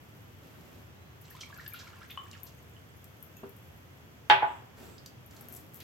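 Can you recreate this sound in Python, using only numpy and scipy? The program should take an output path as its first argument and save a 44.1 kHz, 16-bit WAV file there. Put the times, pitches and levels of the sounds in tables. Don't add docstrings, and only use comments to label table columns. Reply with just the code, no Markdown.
import sys
import numpy as np
from scipy import signal
from scipy.fft import rfft, irfft, next_fast_len
from scipy.io import wavfile

SR = 44100
rng = np.random.default_rng(int(sys.argv[2]) if len(sys.argv) > 2 else 0)


def waveform_to_disk(signal):
    frames = np.transpose(np.atleast_2d(signal))
    scaled = np.clip(frames, -1, 1) * 32767
    samples = np.round(scaled).astype(np.int16)
    wavfile.write(sys.argv[1], SR, samples)


N = 257499
T = np.arange(N) / SR
TAIL = T[:SR * 3 // 4]
LEFT_RIGHT = np.array([[1], [-1]])
TOP_HZ = 16000
POUR_START_S, POUR_FULL_S, POUR_END_S = 1.22, 1.81, 2.52


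def amp(db):
    return 10 ** (np.asarray(db) / 20)


def unit(x):
    return x / np.sqrt(np.mean(x ** 2))


def fade(t, t60):
    return np.exp(-np.log(1000) * t / t60)


def add(out, s, x):
    i = int(s * SR)
    out[..., i:i + x.shape[-1]] += x[..., :max(N - i, 0)]


def on_log(hz, points):
    f, value = np.transpose(points)
    return np.interp(np.log(np.maximum(hz, 1)), np.log(f), value)


def colour(x, points):
    n = x.shape[-1]
    size = 2 * next_fast_len(n)
    gain = amp(on_log(np.fft.rfftfreq(size, 1 / SR), points))
    cepstrum = irfft(np.log(gain))
    cepstrum[1:size // 2] *= 2
    cepstrum[size // 2 + 1:] = 0
    return irfft(rfft(x, size) * np.exp(rfft(cepstrum)))[..., :n]


def band(x, lo_hz, hi_hz):
    top = .49 * SR
    edges = [min(lo_hz, top / 2), min(hi_hz, top)]
    return signal.sosfilt(signal.butter(2, edges, "band", fs=SR, output="sos"), x)


def swells(rows, attack_s=.024, release_s=.062):
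    gain = 0
    for s, length, db in rows:
        rise = np.clip((T - s) / attack_s, 0, 1)
        fall = np.exp(-np.maximum(T - s - length, 0) / release_s)
        gain = gain + amp(db) * rise * fall
    return gain


def clicks(n, per_s, spread_db):
    size = amp(spread_db * np.minimum(rng.exponential(size=n), 4))
    happens = rng.random(n) < per_s / SR
    return unit(happens * size * rng.choice([-1, 1], n) + 1e-9)


def bubble(hz, t60, rise):
    t = T[:int(t60 * SR) + 2]
    onset = 1 - np.exp(-hz * t / 2)
    return np.sin(2 * np.pi * hz * t * (1 + rise * t / t60 / 2)) * fade(t, t60) * onset


def ring(tones, apart_hz=1150):
    out = 0
    for k, (hz, db, t60) in enumerate(tones):
        skew = (-1) ** k * min(hz / apart_hz, 1.15) * np.pi / 4 * LEFT_RIGHT
        out = out + amp(db) * fade(TAIL, t60) * np.sin(2 * np.pi * hz * TAIL + skew)
    return out * (1 - fade(TAIL, .0031))


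def struck(s, db, tones, wet_db, left_db):
    out = np.zeros(N)
    tick = band(rng.standard_normal(len(TAIL)) * fade(TAIL, .022), tones[0][0], tones[-1][0])
    add(out, s, amp(db - 13) * tick / np.abs(tick).max())
    onset = 1 - fade(TAIL, .0022)
    for hz, tone_db, t60 in tones:
        add(out, s, amp(db + tone_db) * np.sin(2 * np.pi * hz * TAIL) * fade(TAIL, t60) * onset)
    return room(out, wet_db) * amp(left_db / 2 * LEFT_RIGHT)


# (f/Hz, fade time/s)
ECHO_TIMES = [(150, 1), (800, 0.54), (2000, 0.53), (3500, 0.47), (6000, 0.25), (14000, 0.22)]
def echo_tail():
    f, t, spectrum = signal.stft(rng.standard_normal((2, len(TAIL))), SR, nperseg=256)
    fading = spectrum * fade(t, on_log(f, ECHO_TIMES)[:, None])
    return signal.istft(fading, SR)[1][:, :len(TAIL)]


def room(x, wet_db):
    early = rng.standard_normal((2, len(TAIL))) * fade(TAIL, .2)
    echo = (echo_tail() + amp(4) * early) * np.clip(TAIL / .0027, 0, 1)
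    echo /= np.sqrt(np.sum(echo ** 2) / 2)
    return x + amp(wet_db) * signal.fftconvolve(x[None], echo, axes=1)[:, :N]


# (f/Hz, relative level/dB)
KITCHEN_COLOUR = [(20, -33), (40, -38.5), (65, -6), (92, 0), (140, -3.5), (200, -11), (400, -15.5),
                  (800, -21), (1600, -24), (3400, -27), (3800, -34), (6600, -35), (7500, -39),
                  (16000, -43.5)]
def kitchen(level_db=-53.5):
    shared, side = rng.standard_normal((2, N))
    side = colour(side, [(60, -10.5), (110, -13), (200, -4), (700, -2), (1300, 1.5)])
    return amp(level_db) * unit(colour(shared + side * LEFT_RIGHT, KITCHEN_COLOUR))


# (t/s, length/s, relative level/dB)
HISSES = [(4.46, 0.081, -67), (4.8, 0.14, -63.5)]
def hiss():
    noise = unit(band(rng.standard_normal(N), 7200, 8300))
    return room(noise * swells(HISSES), wet_db=-8) * amp([[-10], [-4]])


def squeak(start_s=.86, length_s=.35, level_db=-75, top_hz=4110, climb_hz=900, settle_s=.075):
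    age = np.clip(T - start_s, 0, length_s)
    hz = top_hz - climb_hz * np.exp(-age / settle_s)
    waver = 1 + .014 * unit(band(rng.standard_normal(N), 11, 200))
    tone = np.sin(2 * np.pi * np.cumsum(hz * waver) / SR)
    return room(tone * amp(level_db) * np.sin(np.pi * age / length_s), wet_db=2)


# (f/Hz, relative level/dB, fade time/s)
BRACELET_TONES = [(2680, -3, .055), (6700, 3, .018), (12000, 2, .02)]
def bracelet():
    return struck(s=3.368, db=-52.5, tones=BRACELET_TONES, wet_db=0, left_db=-1)


# (f/Hz, relative level/dB, fade time/s)
BUMP_TONES = [(238, -1, 0.152), (292, -12, 0.18), (394, 2.5, 0.24), (477, -7, 0.33), (630, -9, 0.074),
              (834, -16, .08), (1120, -14, 0.064), (1380, -10, .06), (2780, -14, 0.07)]
def bump(start_s=3.433):
    out = np.zeros((2, N))
    echo = band(echo_tail() * fade(TAIL, .36), 230, 1130)
    add(out, start_s, amp(-41.5) * ring(BUMP_TONES) + amp(-33) * echo)
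    return out


# (f/Hz, relative level/dB, fade time/s)
TAP_TONES = [(1100, -2, 0.037), (3000, -4, 0.029)]
def handle_tap():
    return struck(s=2.1748, db=-28.5, tones=TAP_TONES, wet_db=-1, left_db=2.5)


def soaking(level_db=-67, fade_db_per_s=5, centre_hz=9500, octaves=1.3, ring_cycles=22):
    pops = np.zeros(N)
    for when, pitch, chance in rng.random((1500, 3)):
        hz = min(centre_hz * 2 ** (octaves * (pitch - .5)), TOP_HZ)
        db = -4.5 * np.log(.02 + chance)
        add(pops, when * T[-1], amp(db) * bubble(hz, ring_cycles / hz, rise=.1))
    gain = (T > POUR_START_S) * amp(level_db - fade_db_per_s * (T - POUR_START_S))
    return room(unit(pops) * gain, wet_db=-4) * amp(LEFT_RIGHT)


# (f/Hz, relative level/dB)
RUBBING_COLOUR = [(60, -10), (250, 3), (500, -2), (1200, -10), (3000, -14.5), (7000, -19), (16000, -25)]
# (t/s, length/s, relative rubbing level/dB, crackle level/dB)
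MOVES = [(0, 0.37, -73, -75), (.4, .4, -62, -79), (2.998, 0.77, -75, -75), (4.756, 0.12, -55.5, -77),
         (5.29, .16, -60, -71), (5.49, 0.1, -60.5, -60.5), (5.72, .12, -64.5, -63)]
def hands_and_spoon(grains_per_s=2500, snaps_per_s=900):
    effort = swells([(s, length, db) for s, length, db, _ in MOVES])
    wetness = swells([(s, length, db) for s, length, _, db in MOVES])
    rubbing = unit(colour(clicks(N, grains_per_s, spread_db=3), RUBBING_COLOUR)) * effort * amp(-1)
    crackle = unit(band(clicks(N, snaps_per_s, spread_db=6), 7000, 19000)) * wetness
    return room(rubbing, wet_db=1.5) + room(crackle, wet_db=-4) * amp(LEFT_RIGHT)


# (t/s, relative level/dB, lowest f/Hz)
SHARP_TICKS = [(1.679, -28, 11000), (1.736, -30, 9800), (2.107, -37, 10500), (2.433, -30, 10100),
               (3.043, -38, 4000), (3.227, -32, 11000), (3.494, -41, 10000), (3.565, -43, 9000),
               (5.061, -38, 5000), (5.262, -40.5, 10000), (5.410, -36, 7000), (5.486, -34, 7900),
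               (5.525, -33, 7500), (5.550, -35, 7500), (5.744, -34.5, 7500), (5.803, -36, 3000)]
def sharp_ticks():
    out = np.zeros(N)
    wisp_shape = amp(-16) * fade(TAIL, .0087) + amp(-22) * fade(TAIL, .031)
    for s, db, lo_hz in SHARP_TICKS:
        wisp = rng.standard_normal(len(TAIL)) * wisp_shape
        snap = band((TAIL == 0) + wisp, lo_hz, 14800)
        add(out, s, amp(db + 6) * snap / np.linalg.norm(snap))
    return room(out, wet_db=-3) * amp(1.8 * LEFT_RIGHT)


# (t/s, relative level/dB, centre f/Hz, length/s)
WET_SPLATS = [(1.211, -54.5, 12500, .016), (1.243, -57, 4200, .03), (1.301, -52.5, 12000, 0.023),
              (1.405, -41.5, 4900, .028), (1.541, -50, 6000, .01), (1.663, -40.5, 3600, .0052),
              (1.736, -46.5, 3160, 0.07), (1.789, -45.5, 4630, 0.037), (2.098, -43.5, 2770, .026),
              (2.313, -41.5, 5360, 0.0046), (2.328, -49, 2790, 0.028), (2.463, -51, 5300, 0.033),
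              (4.981, -49, 4700, .005), (5.060, -40.5, 5370, 0.0071), (5.309, -49, 6200, .005),
              (5.364, -49, 5800, .009), (5.562, -43, 8800, 0.012), (5.801, -45.5, 3400, .022)]
def splats():
    out = np.zeros(N)
    for s, db, hz, length in WET_SPLATS:
        burst = unit(band(clicks(len(TAIL), per_s=9000, spread_db=2.5), hz / 1.48, hz * 1.324))
        age = TAIL / length
        add(out, s, amp(db + 2) * burst * (1 - fade(age, 1.16)) * np.exp(-2 * age))
    return room(out, wet_db=-2.5)


# (f/Hz, relative level/dB, fade time/s)
TUMBLER_TONES = [(128, -23.5, 0.4), (392, -22.5, 0.37), (550, -21, 0.41), (676, -15, 0.24),
                 (775, -20.5, 0.33), (848, -3, 0.23), (867, 2, 0.1), (970, -13.5, .36), (1190, -12.5, 0.19),
                 (1320, -29, 0.25), (1483, -12, 0.18), (1540, -3, 0.17), (1697, -10, 0.2), (1800, -21, .22),
                 (1832, -13, .2), (1940, -12.5, 0.2), (2210, -10, .2), (2380, -13.5, .22),
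                 (2500, -15.5, 0.32), (2686, -19.5, 0.4), (2810, -21, 0.26), (3075, -8.5, 0.14),
                 (3223, -16, 0.22), (3400, -27, .16), (3640, -15, 0.12)]
# (f/Hz, relative level/dB)
CRACK_COLOUR = [(30, -51), (100, -30), (250, -23.5), (500, -15), (900, 4), (1150, -6), (1550, -3),
                (2500, -5), (3400, -4.5), (4200, -14.5), (5200, -22), (7000, -30), (9000, -21.5),
                (16000, -25)]
# (t/s, relative level/dB, treble cut-off f/Hz)
TUMBLER_HITS = [(4.2990, -14.5, 6000), (4.3097, -20, 5500), (4.3216, -21, 3190), (4.4229, -27.5, 1630),
                (4.4289, -23, 1230), (4.4405, -28, 1100), (4.5051, -39.5, 990)]
def tumbler():
    out, body = np.zeros((2, N)), ring(TUMBLER_TONES)
    push = amp(16) * (TAIL == 0)
    scatter_shape = amp(15.5) * fade(TAIL, .011) + amp(8) * fade(TAIL, .19)
    for s, db, cutoff_hz in TUMBLER_HITS:
        scatter = rng.standard_normal((2, len(TAIL))) * scatter_shape
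        crack = colour(push + scatter + amp(.5) * echo_tail(), CRACK_COLOUR)
        soften = signal.butter(3, cutoff_hz, fs=SR, output="sos")
        add(out, s, amp(db) * signal.sosfilt(soften, body + crack))
    return band(out, 140, 20000)


def flow(swell_db_per_s=9, thin_db_per_s=17, spits_per_s=26, spit_db=7):
    swelling_db = swell_db_per_s * np.minimum(T - POUR_FULL_S, 0)
    thinning_db = thin_db_per_s * np.minimum(POUR_FULL_S - T, 0)
    spits = np.interp(T * spits_per_s, np.arange(1000), rng.uniform(-1, 1, 1000))
    pouring = swells([(POUR_START_S, POUR_END_S - POUR_START_S, 0)])
    return amp(swelling_db + thinning_db + spit_db * spits) * pouring


def large_bubble(hz):
    return bubble(hz, t60=.021 / (hz / 1000) ** .2, rise=.19)


def gurgle(start_s=1.78, length_s=.24, count=14, centre_hz=1230, octaves=.8):
    out = np.zeros(N)
    for k, (late, pitch, strength) in enumerate(rng.random((count, 3))):
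        hz = centre_hz * 2 ** (octaves * (pitch - .5))
        add(out, start_s + length_s * (k + late) / count, amp(-47 + 4.6 * strength) * large_bubble(hz))
    return out


# (t/s, relative level/dB, f/Hz)
LARGE_BUBBLES = [(1.312, -45.5, 1747), (1.411, -35, 3120), (1.433, -37.5, 2210), (1.502, -40, 1100),
                 (1.527, -38.5, 1590), (1.564, -43, 1580), (1.585, -37.5, 1440), (1.598, -37, 1780),
                 (1.662, -37.5, 1660), (1.724, -42.5, 2290), (1.742, -33.5, 1390), (2.016, -41.5, 1300),
                 (2.031, -41.5, 1560), (2.113, -38, 3410), (2.331, -42, 2780), (2.765, -48.5, 2930),
                 (4.981, -44, 4820), (5.061, -43, 4630)]
def milk():
    large, fizz = np.zeros(N), np.zeros(N)
    for s, db, hz in LARGE_BUBBLES:
        add(large, s, amp(db + 4) * large_bubble(hz))
    for when, pitch, strength in rng.random((1400, 3)):
        hz = 900 * 9 ** pitch
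        add(fizz, when * T[-1], amp(16 * strength ** 2 - 2 * pitch) * bubble(hz, 18 / hz, rise=.17))
    patter = band(clicks(N, per_s=900, spread_db=3), 1050, 5400)
    stream = (amp(-62) * unit(fizz) + amp(-66.5) * unit(patter)) * flow()
    return room(large + gurgle() + stream, wet_db=-2.5)


def scene():
    background = kitchen() + hiss()
    handling = squeak() + bracelet() + bump() + handle_tap()
    at_the_bowl = soaking() + hands_and_spoon() + sharp_ticks() + splats()
    return background + handling + at_the_bowl + tumbler() + milk()


# (f/Hz, left level/dB, right level/dB)
MICROPHONE_COLOUR = [(730, 1, 1), (1300, 0.5, 0.5), (4000, -1.5, -0.5), (6000, -2, 1), (7900, -8, 2.5),
                     (9670, -2, -5), (11280, 2, -6), (11820, 12, 0.5), (13900, 7, -5.5), (15900, -4, 7.5)]
def record(dry):
    hz, left_db, right_db = np.transpose(MICROPHONE_COLOUR)
    heard = np.array([colour(x, np.c_[hz, db]) for x, db in zip(dry, (left_db, right_db))])
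    return signal.sosfilt(signal.ellip(10, .2, 80, TOP_HZ, fs=SR, output="sos"), heard)


dry = scene()
out = record(dry)
waveform_to_disk(out)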